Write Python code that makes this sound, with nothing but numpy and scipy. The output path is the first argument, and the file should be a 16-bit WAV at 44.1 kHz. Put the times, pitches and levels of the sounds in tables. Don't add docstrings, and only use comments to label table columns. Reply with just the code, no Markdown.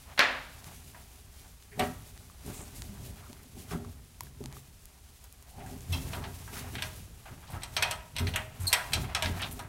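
import sys
import numpy as np
from scipy import signal
from scipy.fft import rfft, irfft
from scipy.io import wavfile

SR = 44100
rng = np.random.default_rng(int(sys.argv[2]) if len(sys.argv) > 2 else 0)


def how_loud(loudness_db):
    steps = np.asarray(loudness_db, float) / 20
    return 10 ** steps


def inscribe(sig):
    pcm = np.round(np.clip(np.atleast_2d(sig).T, -1, 1) * 32767)
    wavfile.write(sys.argv[1], SR, pcm.astype(np.int16))


N = 426888

# start in seconds, peak in dB, thud in dB re peak,
# edge in dB re peak, centre in Hz.
RAPS = [(0.947, -43.5, 4, -14, 1450), (4.4049, -57, -7, 15, 1360), (6.4777, -38.5, -2, 0, 1200),
        (6.7534, -22.5, -13, -13, 2370), (6.8226, -16, -15, -6, 3300), (7.5494, -48.5, 15, -16, 1460),
        (7.6338, -23.5, -11, 1, 3880), (7.7662, -12.5, -10, -8.5, 3350), (7.7690, -19.5, -8, -2, 3270),
        (7.824, -10, -9.5, -11, 2850), (7.8257, -10, -12, -3, 2600), (8.1645, -18.5, -13.5, -6, 2700),
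        (8.1955, -27, -11, 3, 2440), (8.156, -35, -6, -20, 2600), (8.2703, -18.5, -26, -13, 2700),
        (8.3597, -12.5, -18, -2, 1900), (8.7285, -4.5, -18.5, -0.5, 3080), (8.7322, -11, -9, 5.5, 2980),
        (8.9223, -27, -20, -3, 1900), (9.1487, -11, -10.5, -7, 3740), (9.2236, -13.5, -8, -2, 2370),
        (9.259, -17, -33, -15, 2750), (9.4183, -26, -2, 2, 2950), (9.5113, -38, -7, 3, 2500)]
BUMPS = [(1.7945, -21, -6.5, -3.5, 2450), (2.4625, -53, -2, 16, 2230), (3.709, -38, -2, -8, 1460),
         (5.662, -46, -10, 5.5, 1290), (5.9235, -30, -12, 0, 3050), (6.1320, -30, -2.5, -17, 2700),
         (6.2395, -33, -6.5, -20, 2900), (6.538, -38, -13, -7, 3680), (6.783, -27, -14, -20, 2160),
         (7.2557, -42, 1, -15, 2000), (7.6198, -36.5, -15, -7, 2900), (7.9082, -27, -8, -22, 2400),
         (7.9105, -24, -10, 3.5, 3040), (8.1840, -23, -11, -4.5, 3000), (8.3381, -25.5, -7, -14, 2300),
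         (8.9328, -19, -17, -7, 4040), (8.9345, -17, -23, 0.5, 3730), (9.5921, -34, -1.5, 2.5, 3000)]
# frequency in Hz, width in Hz, level in dB.
PANEL_MODES = [(629, 10.2, 5.5), (894, 50, 2), (960, 16, 1.5), (1290, 28, 3.5), (1619, 20, 0),
               (1934, 12, 4), (2083, 14, -2.5), (2323, 21, -3), (2500, 130, -14.5), (2820, 40, -1),
               (3180, 21, -6), (3600, 79, -24), (4040, 66, -31), (4880, 450, -7.5), (5650, 38, -34),
               (6000, 69, -15), (8400, 200, -14), (8680, 50, -33), (10200, 130, -29)]
# frequency in Hz, width in Hz, level in dB.
PANEL_RIM = [(6140, 970, 0.5), (8280, 1200, 2.5), (11700, 1500, -1), (14300, 2700, -12)]
# start in seconds, peak in dB, pitch in Hz, T60 in seconds.
RINGS = [(1.7932, -27.5, 750, 0.17), (1.7943, -33, 1160, 0.24), (1.791, -28, 1900, 0.19),
         (1.794, -35, 2320, 0.25), (3.713, -44, 3360, 0.14), (3.71, -46, 5370, 0.12),
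         (3.728, -35, 1300, 0.14), (5.9264, -41, 2110, 0.21), (5.928, -29.5, 2650, 0.15),
         (5.9264, -33, 3230, 0.2), (5.9264, -38, 3420, 0.16), (5.926, -37, 4020, 0.22),
         (5.93, -40, 5400, 0.12), (5.924, -39, 11100, 0.08), (6.1318, -37, 688, 0.28),
         (6.1316, -35, 1210, 0.18), (6.8223, -44, 1440, 0.33), (6.8223, -33, 2320, 0.1),
         (6.823, -44.0, 3200, 0.11), (7.768, -23, 2350, 0.13), (7.7664, -43, 2960, 0.11),
         (7.7664, -36, 3860, 0.13), (7.768, -30, 5470, 0.06), (7.7664, -33, 6330, 0.12),
         (7.8246, -36, 632, 0.45), (7.825, -36, 940, 0.5), (7.8253, -25, 1660, 0.08),
         (7.8266, -17, 2510, 0.11), (7.8228, -25, 3240, 0.12), (7.8246, -44, 5050, 0.2),
         (7.8246, -33, 5860, 0.12), (7.9108, -37, 2880, 0.12), (8.1647, -44, 2340, 0.18),
         (8.1647, -41.0, 3200, 0.13), (8.3594, -42, 1290, 0.24), (8.3598, -39.0, 1840, 0.21),
         (8.3594, -40, 7700, 0.12), (8.732, -36, 990, 0.35), (8.7332, -38.0, 1840, 0.3),
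         (8.7316, -25, 2340, 0.07), (8.7304, -44, 3270, 0.16), (8.9335, -33, 3235, 0.12),
         (8.9313, -22, 4030, 0.11), (8.9328, -40, 5250, 0.1), (9.1486, -46, 985, 0.33),
         (9.1491, -37, 2910, 0.098), (9.1491, -31, 3350, 0.18), (9.2249, -29, 1640, 0.3),
         (9.223, -32, 2350, 0.18), (9.417, -39.0, 3680, 0.19)]
# time in seconds, pitch in Hz, level in dB.
SQUEAK = [
    (8.668, 4250, -40),
    (8.670, 4250, -25),
    (8.683, 4150, -28),
    (8.697, 4180, -37),
    (8.72, 4300, -46),
]
# multiple of the pitch, level in dB.
SQUEAK_OVERTONES = [(1, -3), (2, -6), (3, -13)]
# frequency in Hz, width in Hz, level in dB.
CABINET_MODES = [(171.4, 17, 2), (249.4, 28.6, 3), (408, 23.4, 0), (587, 9.2, -6), (730, 88, -12.5)]
# frequency in Hz, width in Hz, level in dB.
BENCH_MODES = [(53.7, 23.2, -3), (88, 18.1, 2), (128, 47.3, -4.5)]
# frequency in Hz, density in dB per Hz.
SCRAPE_COLOUR = [(490, -17), (600, -8), (750, -2), (1000, -6), (1600, -9.5), (2500, -12.5), (4500, -23),
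                 (8000, -33)]
# frequency in Hz, density in dB per Hz.
SKIN_COLOUR = [(1470, -10.5), (2500, -5), (5190, -5.5), (6010, -4.5), (7530, -5), (11700, -5), (14000, -9),
               (16000, -9)]
# time in seconds, skin noise in dB.
GRIP = [(0, -59), (.5, -58.5), (.9, -57), (1.08, -60), (1.46, -59.5), (1.62, -64.5), (1.9, -55),
        (2.38, -64.5), (2.6, -55.5), (3.2, -59), (3.45, -61), (4.2, -64.5), (5.4, -64), (5.9, -56.5),
        (6.9, -54), (7.1, -61), (8.58, -62.5), (8.9, -55), (9.12, -63), (9.33, -58), (9.55, -56),
        (9.68, -67)]
# start in seconds, hold in seconds, bench thrum in dB, cabinet drag in dB.
SHOVES = [(.64, 0.028, -52, -77), (1.8, 0.0067, -39.5, -32), (1.92, 0.42, -58.5, -67),
          (2.47, 0.032, -43, -44.5), (2.61, .01, -53, -50), (2.76, 0.36, -47.5, -57),
          (3.05, 0.0077, -48, -53.5), (3.3, 0.0092, -60, -52), (3.42, 0.0084, -68, -56.5),
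          (3.57, 0.0081, -49.5, -46.5), (3.73, 0.015, -40, -36), (4.23, .01, -50, -58),
          (4.41, 0.019, -49, -45.5), (4.54, 0.006, -52.5, -52.5), (5.59, 0.13, -45.5, -52.5),
          (5.73, 0.0065, -58, -45.5), (5.91, 0.16, -38.5, -60), (6.17, .01, -40.5, -41.5),
          (6.27, 0.0092, -47, -44), (6.52, 0.15, -45, -53), (6.75, 0.037, -39, -50),
          (6.98, 0.018, -47, -72), (7.31, 0.012, -49, -54), (7.54, 0.0065, -42, -50),
          (7.74, 0.17, -46, -70), (8.21, 0.073, -36.5, -41), (8.63, 0.02, -42, -65),
          (8.97, 0.0087, -34, -38.5), (9.26, 0.035, -37, -38.5), (9.42, 0.21, -44.5, -52)]
# start in seconds, hold in seconds, level in dB.
SCRAPES = [(.1, 0.1, -51.5), (.67, 0.078, -53.5), (2.46, 0.14, -53), (2.61, 0.011, -56), (3.2, 0.059, -60),
           (3.73, 0.03, -50), (4.54, 0.016, -58), (5.7, 0.025, -72), (6.17, .01, -46.5), (6.25, 0.025, -44),
           (6.52, 0.34, -50), (7.27, 0.36, -54), (7.47, 0.047, -63), (7.55, 0.012, -47),
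           (7.85, 0.012, -39.5), (8.41, 0.0074, -36), (8.61, 0.05, -45.5), (8.76, 0.015, -35.5),
           (8.89, 0.21, -43), (9.19, 0.0057, -36), (9.37, 0.1, -42), (9.62, 0.03, -50)]
# start in seconds, hold in seconds, level in dB.
RUBS = [(.67, 0.13, -57.5), (1.8, 0.07, -50), (2.47, .03, -49.5), (2.52, 0.061, -55), (2.76, 0.032, -53),
        (3.05, 0.014, -53), (3.57, 0.05, -58.5), (3.715, 0.025, -50), (4.23, 0.056, -60.5),
        (4.54, 0.062, -59.5), (5.7, 0.022, -54.5), (5.91, 0.18, -51.5), (6.14, 0.02, -47), (6.27, .01, -70),
        (6.54, 0.053, -46), (6.86, 0.0058, -47.5), (6.96, 0.0039, -52.5), (7.54, 0.0072, -59),
        (7.74, 0.22, -54.5), (8.28, 0.015, -48.5), (8.42, 0.018, -63), (8.61, 0.072, -53.5),
        (8.76, 0.064, -52), (8.85, .03, -53), (9.02, 0.0064, -46.5), (9.25, 0.049, -50), (9.36, 0.035, -53),
        (9.47, 0.017, -54)]
# start in seconds, hold in seconds, level in dB,
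# centre in Hz, width in octaves.
SCUFFS = [(1.715, .025, -56, 1950, .5), (2.53, 0.1, -51.5, 7900, 0.49), (2.75, 0.074, -57, 8500, 0.74),
          (3.17, 0.013, -61, 1500, 2.3), (3.225, 0.041, -58.5, 1230, 0.41), (3.39, 0.016, -62, 1500, 1.1),
          (5.93, .025, -47, 5300, 0.43), (5.926, 0.028, -45, 2900, .6), (1.797, 0.028, -38, 1900, 1.3),
          (5.94, 0.03, -45.5, 950, 0.53), (6.555, 0.037, -47, 1380, 1.4), (6.57, .04, -53, 3800, 0.91),
          (7.47, 0.05, -56.5, 3300, 1.6), (7.48, .04, -52, 800, .6), (7.53, 0.041, -55, 1200, 1.4),
          (8.362, 0.027, -43, 1590, 1.1), (8.674, 0.0072, -36, 8900, 1.6), (9.393, 0.023, -39, 1900, 1.2),
          (9.42, 0.016, -36.5, 3200, 0.68), (9.51, 0.015, -46, 10600, 0.95),
          (1.795, 0.033, -35.5, 710, 0.73), (3.715, 0.017, -42.5, 1000, 1.1),
          (8.19, 0.016, -50, 12300, 0.55), (8.6, 0.042, -49.5, 9500, 0.86), (8.735, 0.07, -39, 1510, 0.54),
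          (9.228, .025, -37, 2500, 1.9), (7.83, 0.063, -43.5, 1510, 2.1), (7.5, 0.018, -53, 10500, .8),
          (5.924, .03, -48, 11000, .8), (5.597, .012, -54, 1800, 1.1), (1.77, .02, -47, 620, .8)]
# start in seconds, peak in dB,
# pitch in Hz, T60 in seconds.
THUMPS = [(1.72, -45, 410, .3), (1.790, -24.5, 742, 0.27), (1.795, -29, 600, .25), (1.794, -25, 420, 0.17),
          (1.795, -31, 252, 0.38), (2.884, -33.5, 200, 0.26), (3.714, -24.5, 164, 0.19),
          (3.712, -29.5, 408, 0.12), (3.717, -36, 238, 0.6), (4.4, -34.5, 133.4, 0.64),
          (4.405, -22.5, 406, 0.047), (5.885, -15, 88, 0.28), (5.942, -33, 264, 0.34),
          (6.153, -28, 88, 0.48), (8.196, -13.5, 88, 0.27), (8.592, -16.5, 92.8, 0.23),
          (8.944, -20, 94, 0.2), (9.231, -17, 88, 0.39)]
# time in seconds, level in dB.
LOUVRES = [
    (5.4, -81),
    (5.476, -58),
    (5.522, -65),
    (5.598, -47.5),
    (5.73, -56),
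    (5.86, -89),
]
# start in seconds, peak in dB, edge in dB re peak,
# pop in Hz, pop in dB re peak.
TICKS = [(0.6436, -30.5, -13, 1970, -21.5), (1.6252, -38, -18, 1760, -28), (2.177, -35, -9, 1920, -14),
         (2.2992, -50, -11, 1140, 6.5), (2.8209, -22, -21, 980, -25), (3.3304, -31.5, -16, 910, -14.5),
         (3.433, -47, 12, 1000, -20), (3.848, -43, -20, 1190, 3), (4.207, -31, 8, 2200, -8),
         (4.2079, -26, 5, 990, -5), (4.2086, -33, 5, 5500, 0), (4.2352, -50, -10, 13200, 21),
         (4.27, -48, 0, 1650, 2), (4.44, -30, -5, 1200, -14), (4.4588, -24, -21, 875, -18),
         (4.5265, -31.5, -4, 810, -16), (4.568, -44, -7, 1180, 4), (4.8558, -40, 12.5, 1250, -26),
         (5.242, -41.5, 11.5, 1004, -10), (5.3258, -42.5, 13, 1170, -14), (5.4256, -45.5, 13, 805, -18),
         (5.5113, -55, 0, 10000, 12), (5.713, -55, 5, 11500, 10), (5.778, -55, 5, 13000, 12),
         (5.8075, -40, -6, 6700, 3), (5.818, -46, 5, 9000, 3), (0.2068, -50, 0, 11000, 18),
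         (8.7215, -30, -3, 2800, 0), (8.657, -33, -15, 1500, -5)]
# start in seconds, peak in dB, clatter in dB re peak, clatter T60 in seconds.
DROP = [
    (0.1768, -23, -5, 0.13),
    (0.1929, 0, -16, 0.042),
]
# frequency in Hz, density in dB per Hz.
DROP_COLOUR = [(150, -29), (250, -11), (380, -17), (600, -5.5), (1000, -6), (1700, 0.5), (2700, -4),
               (4400, -11.5), (6500, -22.5), (14000, -44)]
# frequency in Hz, width in Hz, level in dB.
SCREW_MODES = [(3600, 700, 15), (6000, 1500, -3), (9800, 1300, -3), (12300, 700, -3)]
# frequency in Hz, width in Hz, level in dB.
BENCH_TOP_MODES = [(580, 14, 10), (880, 8, 14), (1490, 7, 13), (1690, 9, 14), (2067, 8, 15), (2360, 7, 16),
                   (4215, 9, 15)]
# frequency in Hz, T60 in seconds.
ROOM_T60 = [(150, 0.73), (500, 0.61), (1500, 0.49), (4000, 0.25), (9000, 0.28), (15000, 0.34)]
# frequency in Hz, density in dB per Hz.
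FLOOR_COLOUR = [(12, -36), (20, 2.5), (70, 13), (116, -10), (315, -22.5), (404, -14), (519, -19),
                (1820, -21.5), (9930, -21), (15500, -28.5)]


def rms_one(x):
    return x / np.sqrt(np.mean(x ** 2) + 1e-20)


def in_time(rows, outside=None):
    s, *columns = np.transpose(rows)
    return [np.interp(np.arange(N) / SR, s, c, outside, outside) for c in columns]


def at_hz(points, hz):
    points_hz, values = np.transpose(points)
    return np.interp(np.log(hz + 1), np.log(points_hz), values)


def coloured(x, spectrum):
    gain = how_loud(at_hz(spectrum, np.fft.rfftfreq(len(x), 1 / SR)))
    return rms_one(irfft(rfft(x) * gain, len(x)))


def band(x, low_hz, high_hz, order=2):
    edges_hz = np.clip([low_hz, high_hz], 10, .45 * SR)
    return signal.sosfilt(signal.butter(order, edges_hz, "band", fs=SR, output="sos"), x + 1e-18)


def drift(rate_hz):
    r = np.exp(-80 * np.pi * rate_hz / SR)
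    slow = signal.lfilter([1], [1, -2 * r, r * r], rng.standard_normal(N // 40 + 2002))
    slow = slow[2000:]
    return np.interp(np.arange(N) / 40, np.arange(len(slow)), rms_one(slow))


def body(x, modes):
    out = 0
    for k, (hz, width_hz, level_db) in enumerate(modes):
        r = np.exp(-np.pi * width_hz / SR)
        poles = [1, -2 * r * np.cos(2 * np.pi * hz / SR), r * r]
        out = out + (-1) ** k * how_loud(level_db) * signal.lfilter([1 - r, 0, r - 1], poles, x + 1e-18)
    return out


def grains(per_s, spread_db):
    sizes = how_loud(spread_db * np.minimum(rng.exponential(1, N), 4)) * rng.choice([-1, 1], N)
    return rms_one(sizes * (rng.random(N) < per_s / SR))


def gestures(rows, rise_db_per_s, fall_db_per_s, resting_db, column=2):
    t = np.arange(0, N + 64, 64)[:, None] / SR
    rows = np.array(rows)
    start_s, hold_s, level_db = rows[:, 0], rows[:, 1], rows[:, column]
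    early_s = np.maximum(start_s - t, 0)
    late_s = np.maximum(t - start_s - np.abs(hold_s), 0)
    power = np.sum(how_loud(level_db - rise_db_per_s * early_s - fall_db_per_s * late_s) ** 2, axis=1)
    return 10 * np.log10(np.interp(np.arange(N) / SR, t[:, 0], power) + how_loud(resting_db) ** 2)


def add_at(out, start_s, sound):
    at = round(start_s * SR)
    out[at:at + len(sound)] += sound


def contact(hiss, thud_db, edge_db, centre_hz, rattle_db):
    chatter_db, chatter_t60_s = -17, .018
    t = np.arange(len(hiss)) / SR
    pulse = (t == 0) * 1.
    bands = [(580, 1800, thud_db, .3),
             (centre_hz / 1.66, centre_hz * 1.715, 0.1, .11),
             (5300, 15000, edge_db, .06)]
    out = 0
    for low_hz, high_hz, level_db, t60_s in bands:
        crack = band(pulse, low_hz, high_hz, order=3)
        rattle = rms_one(band(hiss, low_hz, high_hz, order=3))
        rattle *= how_loud(rattle_db - 60 * t / t60_s) + how_loud(chatter_db - 60 * t / chatter_t60_s)
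        rattle *= 1 - np.exp(-t * low_hz / 0.43)
        part = how_loud(level_db) * (how_loud(-1.5) * crack / np.abs(crack).max() + rattle)
        if t60_s < .1:
            part = body(part, PANEL_RIM)
        out = out + part
    return out


def knocks():
    rap_rattle_db, bump_rattle_db = -14.5, -7.5
    out = np.zeros(N + SR)
    pulse = (np.arange(SR // 3) == 0) * 1.
    modes = np.array([body(pulse, [mode]) for mode in PANEL_MODES])
    blows = [(*row, rap_rattle_db) for row in RAPS] + [(*row, bump_rattle_db) for row in BUMPS]
    blows.sort()
    noise = rng.standard_normal((len(blows), len(pulse)))
    mixes = how_loud(2.0 * rng.standard_normal((len(blows), len(modes)))) * (-1) ** np.arange(len(modes))
    for (s, peak_db, *colour), hiss, mix in zip(blows, noise, mixes):
        hit = contact(hiss, *colour)
        ringing = signal.fftconvolve(hit, mix @ modes)[:len(hit)]
        add_at(out, s, how_loud(peak_db) * (how_loud(-2.0) * hit + how_loud(4.5) * ringing))
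    return out[:N] + how_loud(8) * body(out[:N], CABINET_MODES)


def squeak():
    hz, level_db = in_time(SQUEAK)
    on, = in_time([(SQUEAK[0][0], 1), (SQUEAK[-1][0], 1)], outside=0)
    phase = 2 * np.pi * np.cumsum(hz * (1 + .045 * drift(250))) / SR
    below_peak_db = level_db - level_db.max()
    tone = 0
    for k, db in SQUEAK_OVERTONES:
        tone = tone + how_loud(db + .5 * (k - 1) * below_peak_db) * np.sin(k * phase)
    return np.sqrt(2) * tone * on * how_loud(level_db + 2.0 * drift(200))


def rings():
    rough_share, rise_cycles = 0.55, 2.6
    age, out = np.arange(SR // 3) / SR, np.zeros(N + SR)
    for s, peak_db, hz, t60_s in RINGS:
        rise = 1 - np.exp(-age * hz / rise_cycles)
        uneven = np.interp(age, np.linspace(0, age[-1], 70), rng.standard_normal(70))
        level = how_loud(peak_db - 60 * age / t60_s) * (1 - rough_share + rough_share * uneven)
        add_at(out, s, level * rise * np.sin(2 * np.pi * hz * age))
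    return out[:N]


def handling():
    grip_db, = in_time(GRIP)
    bench_db = gestures(SHOVES, 206, 57.6, grip_db + 2)
    drag_db = gestures(SHOVES, 800, 160, grip_db - 7.5, column=3)
    scrape_db = gestures(SCRAPES, 127, 400, grip_db - 3)
    rub_db = gestures(RUBS, 330, 390, grip_db)
    bench = rms_one(body(rng.standard_normal(N), BENCH_MODES)) * how_loud(bench_db + 1.13 * drift(14))
    drag = rms_one(body(grains(900, spread_db=4.5), CABINET_MODES)) * how_loud(drag_db + 0.95 * drift(5.1))
    grit = grains(2500, spread_db=0.0)
    scrape = coloured(grit + how_loud(-18) * body(grit, PANEL_MODES), SCRAPE_COLOUR)
    scrape *= how_loud(scrape_db - 5.5 + 3.8 * drift(14.6))
    rub = coloured(grains(9000, spread_db=2.0), SKIN_COLOUR) * how_loud(rub_db + 1.5 + 1.64 * drift(17))
    return bench + drag + scrape + rub


def scuffs():
    rise_s, t60_s = 0.0029, 0.15
    age, out = np.arange(SR // 2) / SR, np.zeros(N + SR)
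    grit = grains(3000, spread_db=3.5)
    for k, (s, hold_s, level_db, hz, octaves) in enumerate(SCUFFS):
        piece = np.roll(grit, k * len(age))[:len(age)]
        half = 2 ** (octaves / 2)
        stroke = rms_one(band(piece, hz / half, hz * half))
        shape = np.minimum(age / rise_s, 1) * how_loud(-60 * np.maximum(age - abs(hold_s), 0) / t60_s)
        add_at(out, s, how_loud(level_db) * shape * stroke)
    return out[:N]


def thumps():
    age, out = np.arange(SR) / SR, np.zeros(N + SR)
    for s, peak_db, hz, t60_s in THUMPS:
        rise = 1 - np.exp(-age * hz / 5.4)
        add_at(out, s, how_loud(peak_db - 60 * age / t60_s) * rise * np.sin(2 * np.pi * hz * age))
    return out[:N]


def louvres():
    level_db, = in_time(LOUVRES, outside=-120)
    slat_modes = [(755, 45, 17.0), (920, 29, -14)]   # Hz, width Hz, dB
    return how_loud(level_db) * rms_one(body(grains(1700, spread_db=-2.5), slat_modes))


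def ticks():
    echo_s, echo_db = .00035, -13
    out = np.zeros(N + SR)
    pulse = (np.arange(2000) == 0) * 1.
    flutter = np.r_[1, np.zeros(round(echo_s * SR)), how_loud(echo_db)]
    snap = signal.lfilter([1], flutter, band(pulse, 1600, 8400))
    edge = signal.lfilter([1], flutter, band(pulse, 5050, 15000))
    for s, peak_db, edge_db, pop_hz, pop_db in TICKS:
        pop = body(pulse, [(pop_hz, pop_hz / 7.9, 0)])
        parts = [(0, snap), (edge_db, edge), (pop_db, pop)]
        click = sum(how_loud(db) * part / np.abs(part).max() for db, part in parts)
        add_at(out, s, how_loud(peak_db) * click)
    return out[:N]


def screw_drop():
    buzz_db, buzz_t60_s = -39, 0.8
    t, snaps, clatter = np.arange(N) / SR, np.zeros(N), 0
    wood = coloured(rng.standard_normal(N), DROP_COLOUR)
    for s, peak_db, clatter_db, t60_s in DROP:
        age = np.maximum(t - s, 0)
        snaps[round(s * SR)] = how_loud(peak_db)
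        clatter = clatter + (age > 0) * how_loud(peak_db + clatter_db - 60 * age / t60_s) * wood
    snap = body(snaps, SCREW_MODES) + how_loud(8) * band(snaps, 1500, 3000)
    top = body(snaps + clatter, BENCH_TOP_MODES)
    landed_s = np.maximum(t - DROP[-1][0], 0)
    buzz = (landed_s > 0) * how_loud(buzz_db - 60 * landed_s / buzz_t60_s) * rms_one(band(wood, 3400, 7200))
    return snap + top + clatter + buzz, coloured(snaps, DROP_COLOUR)


def workshop(x):
    t = np.arange(SR) / SR
    white = rng.standard_normal(SR)
    tail = 0
    for hz in 125 * 2. ** np.arange(8):
        octave = band(white, hz / np.sqrt(2), hz * np.sqrt(2), order=1)
        tail = tail + octave * how_loud(-60 * t / at_hz(ROOM_T60, hz))
    tail *= np.clip((t - .003) / 0.0049, 0, 1)
    return signal.fftconvolve(x, tail / np.sqrt(np.sum(tail ** 2)))[:N]


def room_floor():
    return how_loud(-55.5 + 0.37 * drift(1.2)) * coloured(rng.standard_normal(N), FLOOR_COLOUR)


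def scene():
    blows = knocks() + squeak() + rings()
    clicks = ticks()
    screw, bench_top = screw_drop()
    wet = workshop(how_loud(-12.5) * blows + how_loud(-21) * clicks + how_loud(-46.5) * bench_top)
    floor = room_floor()
    hands = handling() + louvres() + scuffs()
    return (blows + hands + thumps() + clicks + screw + wet + floor)[None]


def low_pass(x):
    return signal.sosfilt(signal.butter(12, 16680, fs=SR, output="sos"), x)


def record(dry):
    cut = signal.sosfilt(signal.ellip(9, .5, 55, 15800, fs=SR, output="sos"), dry)
    return low_pass(cut)


dry = scene()
out = record(dry)
inscribe(out)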